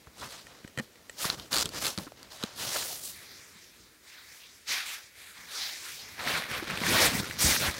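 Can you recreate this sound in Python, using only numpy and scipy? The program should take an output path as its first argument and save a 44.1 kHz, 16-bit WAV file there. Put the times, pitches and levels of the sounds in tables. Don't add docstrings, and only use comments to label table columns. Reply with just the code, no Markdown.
import sys
import numpy as np
from scipy import signal
from scipy.fft import rfft, irfft
from scipy.io import wavfile

SR = 44100
rng = np.random.default_rng(int(sys.argv[2]) if len(sys.argv) > 2 else 0)


def transcribe(u):
    v = np.clip(np.atleast_2d(u).T, -1, 1)
    q = np.round(v * 32767).astype(np.int16)
    wavfile.write(sys.argv[1], SR, q)


N = 343539
TIME_S = np.arange(N) / SR
EVENT_S = TIME_S[:SR // 5]
BINS_HZ = np.fft.rfftfreq(N, 1 / SR) + 1


# start, rise, hold and release in seconds, rub level in dB, fizz and flutter in dB re rub.
WEBBING_PULLS = [(0.13, 0.11692, 0.008, 0.1208, -43, -10, -8),
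                 (0.27, 0.063, 0.01689, 0.1722, -45.5, -9.5, -14),
                 (0.44, 0.0675, 0.0472, 0.3318, -54, -26, -8),
                 (0.8, 0.03186, .005, 0.039, -56.5, -0.5, -1.5),
                 (1.04, 0.0882, .03, .1, -60.5, -3.5, -15.5),
                 (1.15, 0.10344, 0.012, 0.084, -32.5, -4, -18.5),
                 (1.28, 0.013, 0.054, 0.02, -38.5, -21, -7.5),
                 (1.365, 0.016, 0.00868, 0.15, -45, -9.5, -2.5),
                 (1.502, .03, 0.097, 0.0092, -30.5, -6.5, -12.5), (1.63, 0.019, 0.011, 0.07116, -43, -7, 4),
                 (1.69, 0.088, 0.00682, 0.042, -36.5, -12, -8),
                 (1.785, 0.059, 0.033, 0.086, -32.5, -4.5, -10),
                 (1.97, 0.025, 0.041, 0.081, -48, -5.5, 1.5), (2.15, .03, 0.0877, .1, -55, -24, -7.5),
                 (2.29, 0.039, .03, .15, -48, -8.5, -28),
                 (2.38, 0.04271, 0.0084, 0.29, -43.5, -15.5, -14.5),
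                 (2.54, 0.08567, .08, 0.42, -36.5, -4, -11), (2.68, 0.06391, 0.031, 0.2, -35, -1, -25),
                 (2.82, 0.035, 0.09866, 0.33, -50, 8, -22), (2.99, 0.06292, 0.05028, 0.037, -48.5, 8, -22)]
# frequency in Hz, gain in dB.
WEBBING_SPECTRUM = [(30, -6), (70, 0.5), (150, 0), (300, -2), (600, -4.5), (850, -6.5), (1280, -5.5),
                    (2250, -9.5), (2800, -7.5), (4200, -5), (5600, -5.5), (10000, -3), (15500, -5.5)]
def scrape():
    rub, fizz, flutter = stroke_gains(WEBBING_PULLS, resting_grip_db=(-62, -15, -1))
    friction = slips(per_s=20000, scatter_db=3.5) * undb(1.052 * wander(105.33))
    cloth = colour(folds(friction, depth_db=2.0, rate_hz=35), WEBBING_SPECTRUM)
    slide = undb(-1.27) * brighten(cloth, fizz, low_hz=505, lean=0.4348)
    shake = undb(-1.2) * flutter * band(cloth, 25, 571.1)
    return rub * (slide + shake)


# start in seconds, peak in dB, ring in Hz, tick in dB re ring.
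WEBBING_SNAPS = [(1.2531, -18.5, 4680, -22), (1.301, -10, 4055, -28.5), (1.398, -26, 3770, -17),
                 (1.657, -17.5, 3800, -5), (1.661, -24, 3297, -18), (1.691, -25.5, 4460, -12),
                 (1.848, -18, 4600, -12.5), (1.8667, -15, 4349, -7), (1.9771, -18, 4363, -17.5),
                 (1.986, -22.5, 4160, -13.5), (2.230, -31, 4670, -12.5), (2.428, -24, 4000, -16.5),
                 (2.4373, -15.5, 3970, -15)]
def snaps():
    out = np.zeros(N)
    for start_s, peak_db, hz, tick_db in WEBBING_SNAPS + judder():
        crack = ring(hz, t60_s=0.0022, rise_s=0.0002)
        shiver = 0.085 * ring(hz, t60_s=0.02335, rise_s=0.0005)
        shiver += 0.14 * ring(1370, t60_s=0.0092, rise_s=0.00038)
        tick = undb(tick_db) * burst(2600, 10000, t60_s=0.007803, rise_s=0.000322)
        add(out, start_s - 0.0002, peak_db, crack + shiver + tick)
    return out


def judder(start_s=1.531, count=12, gap_s=0.0088, jitter_s=0.0012):
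    first_db, fade_db_per_s, scatter_db, tick_db = -11, 68, 1.5, -10.5
    first_hz, rise_hz_per_s = 3850, 14000
    timing, strength = rng.standard_normal((count, 2)).T
    elapsed_s = gap_s * np.arange(count) + jitter_s * timing
    peaks_db = first_db - fade_db_per_s * elapsed_s - scatter_db * strength
    return [(start_s + s, db, first_hz + rise_hz_per_s * s, tick_db)
            for s, db in zip(elapsed_s, peaks_db)]


# start, rise, hold and release in seconds, rub level in dB, fizz and flutter in dB re rub.
FOLD_DRAGS = [(6.16, 0.058, 0.018, .1, -37, -10, -18), (6.225, 0.058, 0.095, 0.12357, -29, -9.5, -13),
              (6.46, 0.05762, .06, 0.16, -36, -9, -9.5), (6.64, .07, 0.196, 0.187, -37.5, -10.5, -6),
              (6.76, 0.23, .07, .1, -22, -6, -9), (6.95, 0.095, 0.019, 0.047, -23, -3, -22.5),
              (7.11, 0.043, 0.048, 0.0522, -33.5, -1.5, -2.5), (7.2, 0.045, 0.067, 0.29, -42, -5.5, -5),
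              (7.37, 0.062, 0.09345, 0.13, -26.5, 2.5, -8), (7.58, 0.068, 0.026, 0.06818, -26.5, -5, -12),
              (7.72, 0.042, .03, .1, -40.5, -5.5, -9.5)]
# frequency in Hz, gain in dB.
FOLD_SPECTRUM = [(30, -7), (75, 4.5), (190, 5.5), (420, -1), (560, 1), (800, -1.5), (1750, 3.5),
                 (2300, 2.5), (2850, -3.5), (3700, -1.5), (4900, -9), (7000, -19.5), (15500, -25.5)]
def rustle():
    rub, fizz, flutter = stroke_gains(FOLD_DRAGS)
    slowness = 1 / (1 + (rub / undb(-33)) ** 2)
    hiss = rng.standard_normal(N) * undb(0.37 * wander(77))
    ticks = undb(0.5) * slowness * slips(per_s=730, scatter_db=4.0)
    cloth = colour(folds(hiss + ticks, depth_db=2.5, rate_hz=45), FOLD_SPECTRUM)
    flaps = undb(1.2 * wander(50)) * band(cloth, 25, 500)
    slide = undb(0.7) * brighten(cloth, fizz, low_hz=463, lean=0.37)
    return rub * (slide + undb(1.1) * flutter * flaps)


# start, rise, hold and release in seconds, rub level in dB, fizz and flutter in dB re rub.
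NYLON_SWEEPS = [(3.06, .12, .15, 0.69, -52.5, -8.5, -8.5), (3.45, 0.14, 0.2391, 0.3, -60.5, -7.5, -8),
                (4.0, 0.094, 0.13, 0.776, -53, -6, -33), (4.22, 0.14, .03, 0.32, -54, -3, -22),
                (4.652, 0.075, 0.009095, .17, -30, -7.5, -35.5), (4.83, 0.058, 0.058, 0.15, -41, -5, -38),
                (5.1, .12, 0.072, 0.26, -50, -7.5, -21), (5.31, 0.081, 0.11, .2, -49.5, -10.5, -18),
                (5.45, 0.1344, 0.083, 0.46, -39.5, -6.5, -25), (5.77, .11, .02, 0.22, -44, -5.5, -16),
                (5.93, 0.1099, 0.16, .12, -49, -10, -9)]
# frequency in Hz, gain in dB.
NYLON_SPECTRUM = [(100, -20), (250, -23.5), (400, -19.5), (650, -11), (1100, -4.5), (1750, 0), (2350, 0),
                  (2850, -5.5), (3700, -1), (5800, -2), (9000, -4.5), (15500, -8)]
def swish():
    rub, fizz, flutter = stroke_gains(NYLON_SWEEPS)
    hiss = rng.standard_normal(N) * undb(0.7413 * wander(46))
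    cloth = colour(folds(hiss, depth_db=3.5, rate_hz=16), NYLON_SPECTRUM)
    slide = undb(0.38) * brighten(cloth, fizz, low_hz=219.1, lean=0.81)
    return rub * (slide + flutter * band(cloth, 42.4, 410))


# start in seconds, peak in dB, pitch in Hz.
CREASE_POPS = [(0.0713, -39, 1340), (2.763, -29.5, 1470), (2.825, -28.5, 1870), (6.275, -17.5, 1900),
               (6.437, -27, 2225), (6.700, -22, 1640), (6.708, -20.5, 1906), (6.774, -19.5, 2350),
               (6.836, -21, 2180), (6.866, -15, 1870), (7.243, -27.5, 1521), (7.31, -22, 1814),
               (7.563, -16, 1760)]
def crinkles():
    out = np.zeros(N)
    for start_s, peak_db, hz in CREASE_POPS:
        pop = ring(hz, t60_s=0.007793, rise_s=0.00023)
        sheet = 0.44 * burst(0.77 * hz, 1.4144 * hz, t60_s=0.021, rise_s=0.00065)
        crackle = 0.23 * burst(2900, 15000, t60_s=0.004853, rise_s=0.00029)
        add(out, start_s, peak_db, pop + sheet + crackle)
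    return out


# start in seconds, peak in dB, pitch in Hz, T60 in seconds.
PANEL_THUMPS = [(0.071, -41.5, 69.5, 0.0978), (0.647, -30, 220, 0.012), (0.776, -28, 133.5, 0.092),
                (0.797, -25.5, 220.6, 0.0525), (1.253, -25.5, 154.4, 0.025), (1.977, -26, 150.6, 0.13),
                (1.985, -24.5, 158, 0.063), (2.067, -37, 293, 0.0513), (2.120, -35, 634, 0.008926),
                (2.438, -22, 204, 0.023), (6.625, -28, 332.7, 0.05217), (6.815, -25.5, 213.5, 0.053),
                (7.117, -28, 251.1, 0.081), (7.149, -22.5, 202.4, 0.0355), (7.198, -24.5, 175, 0.0536),
                (7.444, -20.5, 69.9, 0.132), (7.677, -23.5, 72.46, 0.0852)]
def thumps():
    out = np.zeros(N)
    for start_s, peak_db, hz, t60_s in PANEL_THUMPS:
        beat = ring(hz, t60_s, rise_s=0.0008113)
        overtone = 0.43 * ring(2.41 * hz, 0.6 * t60_s, rise_s=0.00259)
        puff = 0.24545 * burst(0.4265 * hz, 7.3 * hz, t60_s, rise_s=0.00035)
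        add(out, start_s, peak_db, beat + overtone + puff)
    return out


# start in seconds, peak in dB, boost of the high modes in dB.
HOOK_TAPS = [(0.468, -37.5, 2), (0.643, -41, -5), (0.676, -36, 4.5), (0.7751, -25.5, -12),
             (0.786, -19.5, -25), (0.7913, -26.5, -21), (0.797, -24.5, -19), (0.9565, -43, -18),
             (1.096, -27.5, 6.5)]
# frequency in Hz, level in dB, T60 in seconds.
HOOK_MODES = [(521.5, -7.5, 0.0183), (1346, -12, 0.02352), (1880, -2, 0.02158), (2367.8, -5.5, 0.01129),
              (3046, -7.5, 0.01843), (4080, -13, 0.01371), (5790, -23.5, 0.00607), (7940, -11, 0.0185)]
def taps(ting_above_hz=5000):
    out = np.zeros(N)
    for start_s, peak_db, ting_db in HOOK_TAPS:
        modes = 0
        for hz, mode_db, t60_s in HOOK_MODES:
            contact_db, detune = rng.standard_normal(2) * [1.5, 0.02]
            gain = undb(mode_db + contact_db + ting_db * (hz > ting_above_hz))
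            modes += gain * ring(hz * (1 + detune), t60_s, rise_s=0.00067)
        click = 0.41 * burst(760, 8954, t60_s=0.014, rise_s=0.0005646)
        add(out, start_s, peak_db, modes / np.abs(modes).max() + click)
    return out


# start in seconds, peak in dB, band centre in Hz, length in seconds.
FINGER_SCUFFS = [(0.208, -33, 1144, 0.04), (1.239, -25.5, 1231, 0.01944), (1.566, -29.5, 1300, 0.0217),
                 (2.063, -38, 1313, 0.026), (2.417, -34, 1070, 0.03), (2.751, -28.5, 1210, 0.024),
                 (2.751, -29.5, 565, 0.02435), (2.858, -43, 614.5, 0.098)]
def scuffs():
    out = np.zeros(N)
    for start_s, peak_db, hz, length_s in FINGER_SCUFFS:
        swell = np.hanning(int(length_s * SR))
        add(out, start_s, peak_db, swell * band_noise(hz / 1.25, hz * 1.25, len(swell)))
    return out


# frequency in Hz, gain in dB.
AIR_SPECTRUM = [(25, -22.5), (55, 5), (85, 4.5), (150, -4), (450, 0), (750, -10.5), (2000, -2.5),
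                (3000, -9), (5000, -9), (15500, -13)]
def air(level_db=-60.5):
    gain = undb(level_db + 0.4286 * wander(17))
    return gain * unit(colour(rng.standard_normal(N), AIR_SPECTRUM))


def stroke(start_s, rise_s, hold_s, release_s):
    speeding = np.sin(np.pi / 2 * np.clip((TIME_S - start_s) / rise_s, 0, 1)) ** 2
    slowing = np.clip((TIME_S - start_s - rise_s - hold_s) / release_s, 0, 10)
    return speeding * undb(-20 * slowing)


def stroke_gains(strokes, resting_grip_db=None, let_go_s=3.2):
    contacts = [(stroke(*row[:4]), row[4:]) for row in strokes]
    if resting_grip_db is not None:
        held = np.clip((let_go_s - TIME_S) * 20, 0, 1)
        contacts.append((held, resting_grip_db))
    power = 1e-18
    for envelope, (rub_db, fizz_db, flutter_db) in contacts:
        power += np.outer(undb([0, fizz_db, flutter_db]), undb(rub_db) * envelope) ** 2
    rub, fizz, flutter = np.sqrt(power)
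    return rub, fizz / rub, flutter / rub


def slips(per_s, scatter_db):
    slipping = rng.random(N) < per_s / SR
    size_db = scatter_db * np.minimum(rng.exponential(size=N), 3.5)
    polarity = np.sign(rng.standard_normal(N))
    return unit(slipping * polarity * undb(size_db))


def folds(x, depth_db, rate_hz):
    spectrum, out = rfft(x), 0
    half_octaves = 2 * np.log2(np.clip(BINS_HZ, 250, 16000) / 250)
    for centre in range(13):
        swell = np.interp(TIME_S * rate_hz, np.arange(1024), rng.standard_normal(1024))
        weight = np.maximum(1 - np.abs(half_octaves - centre), 0)
        out += irfft(spectrum * weight, N) * undb(depth_db * swell)
    return out


def brighten(cloth, fizz, low_hz, lean):
    rub = band(cloth, low_hz, 6270)
    body = irfft(rfft(rub) / (1 + (BINS_HZ / 2400) ** 6), N)
    edge_gain = (fizz / undb(-9.5)) ** lean
    tilted = (body + edge_gain * (rub - body)) / np.sqrt((1 + edge_gain ** 2) / 2)
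    return tilted + fizz * band(cloth, 5840, 21800)


def fade(t60_s, rise_s):
    return (1 - np.exp(-EVENT_S / rise_s)) * np.exp(-np.log(1000) * EVENT_S / t60_s)


def ring(hz, t60_s, rise_s):
    return np.sin(2 * np.pi * hz * EVENT_S + rng.uniform(0, 2 * np.pi)) * fade(t60_s, rise_s)


def burst(low_hz, high_hz, t60_s, rise_s):
    return unit(band_noise(low_hz, high_hz, len(EVENT_S))) * fade(t60_s, rise_s)


def band_noise(low_hz, high_hz, samples):
    sos = signal.butter(2, [low_hz, high_hz], "band", fs=SR, output="sos")
    return signal.sosfilt(sos, rng.standard_normal(samples))


def wander(rate_hz):
    return band(rng.standard_normal(N), rate_hz / 4, rate_hz, order=2)


def band(x, low_hz, high_hz, order=3):
    low_cut = 1 + (low_hz / BINS_HZ) ** (2 * order)
    high_cut = 1 + (BINS_HZ / high_hz) ** (2 * order)
    return unit(irfft(rfft(x) / low_cut / high_cut, N))


def colour(x, points):
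    hz, db = np.transpose(points)
    gain = undb(np.interp(np.log(BINS_HZ), np.log(hz), db))
    return irfft(rfft(x) * gain, N)


def add(out, start_s, peak_db, sound):
    start = int(start_s * SR)
    part = sound[:N - start]
    out[start:start + len(part)] += undb(peak_db) * part / np.abs(sound).max()


def undb(db):
    return 10 ** (np.asarray(db) / 20)


def unit(x):
    return x / np.sqrt(np.mean(x ** 2))


def scene():
    return (scrape() + swish() + rustle() + snaps() + scuffs()
            + taps() + thumps() + crinkles() + air())[None]


def record(dry, low_hz=42, top_hz=15750):
    high_pass = signal.butter(2, low_hz, "high", fs=SR, output="sos")
    low_pass = signal.ellip(10, 0.2, 80, top_hz, fs=SR, output="sos")
    return signal.sosfilt(low_pass, signal.sosfilt(high_pass, dry))


dry = scene()
out = record(dry)
transcribe(out)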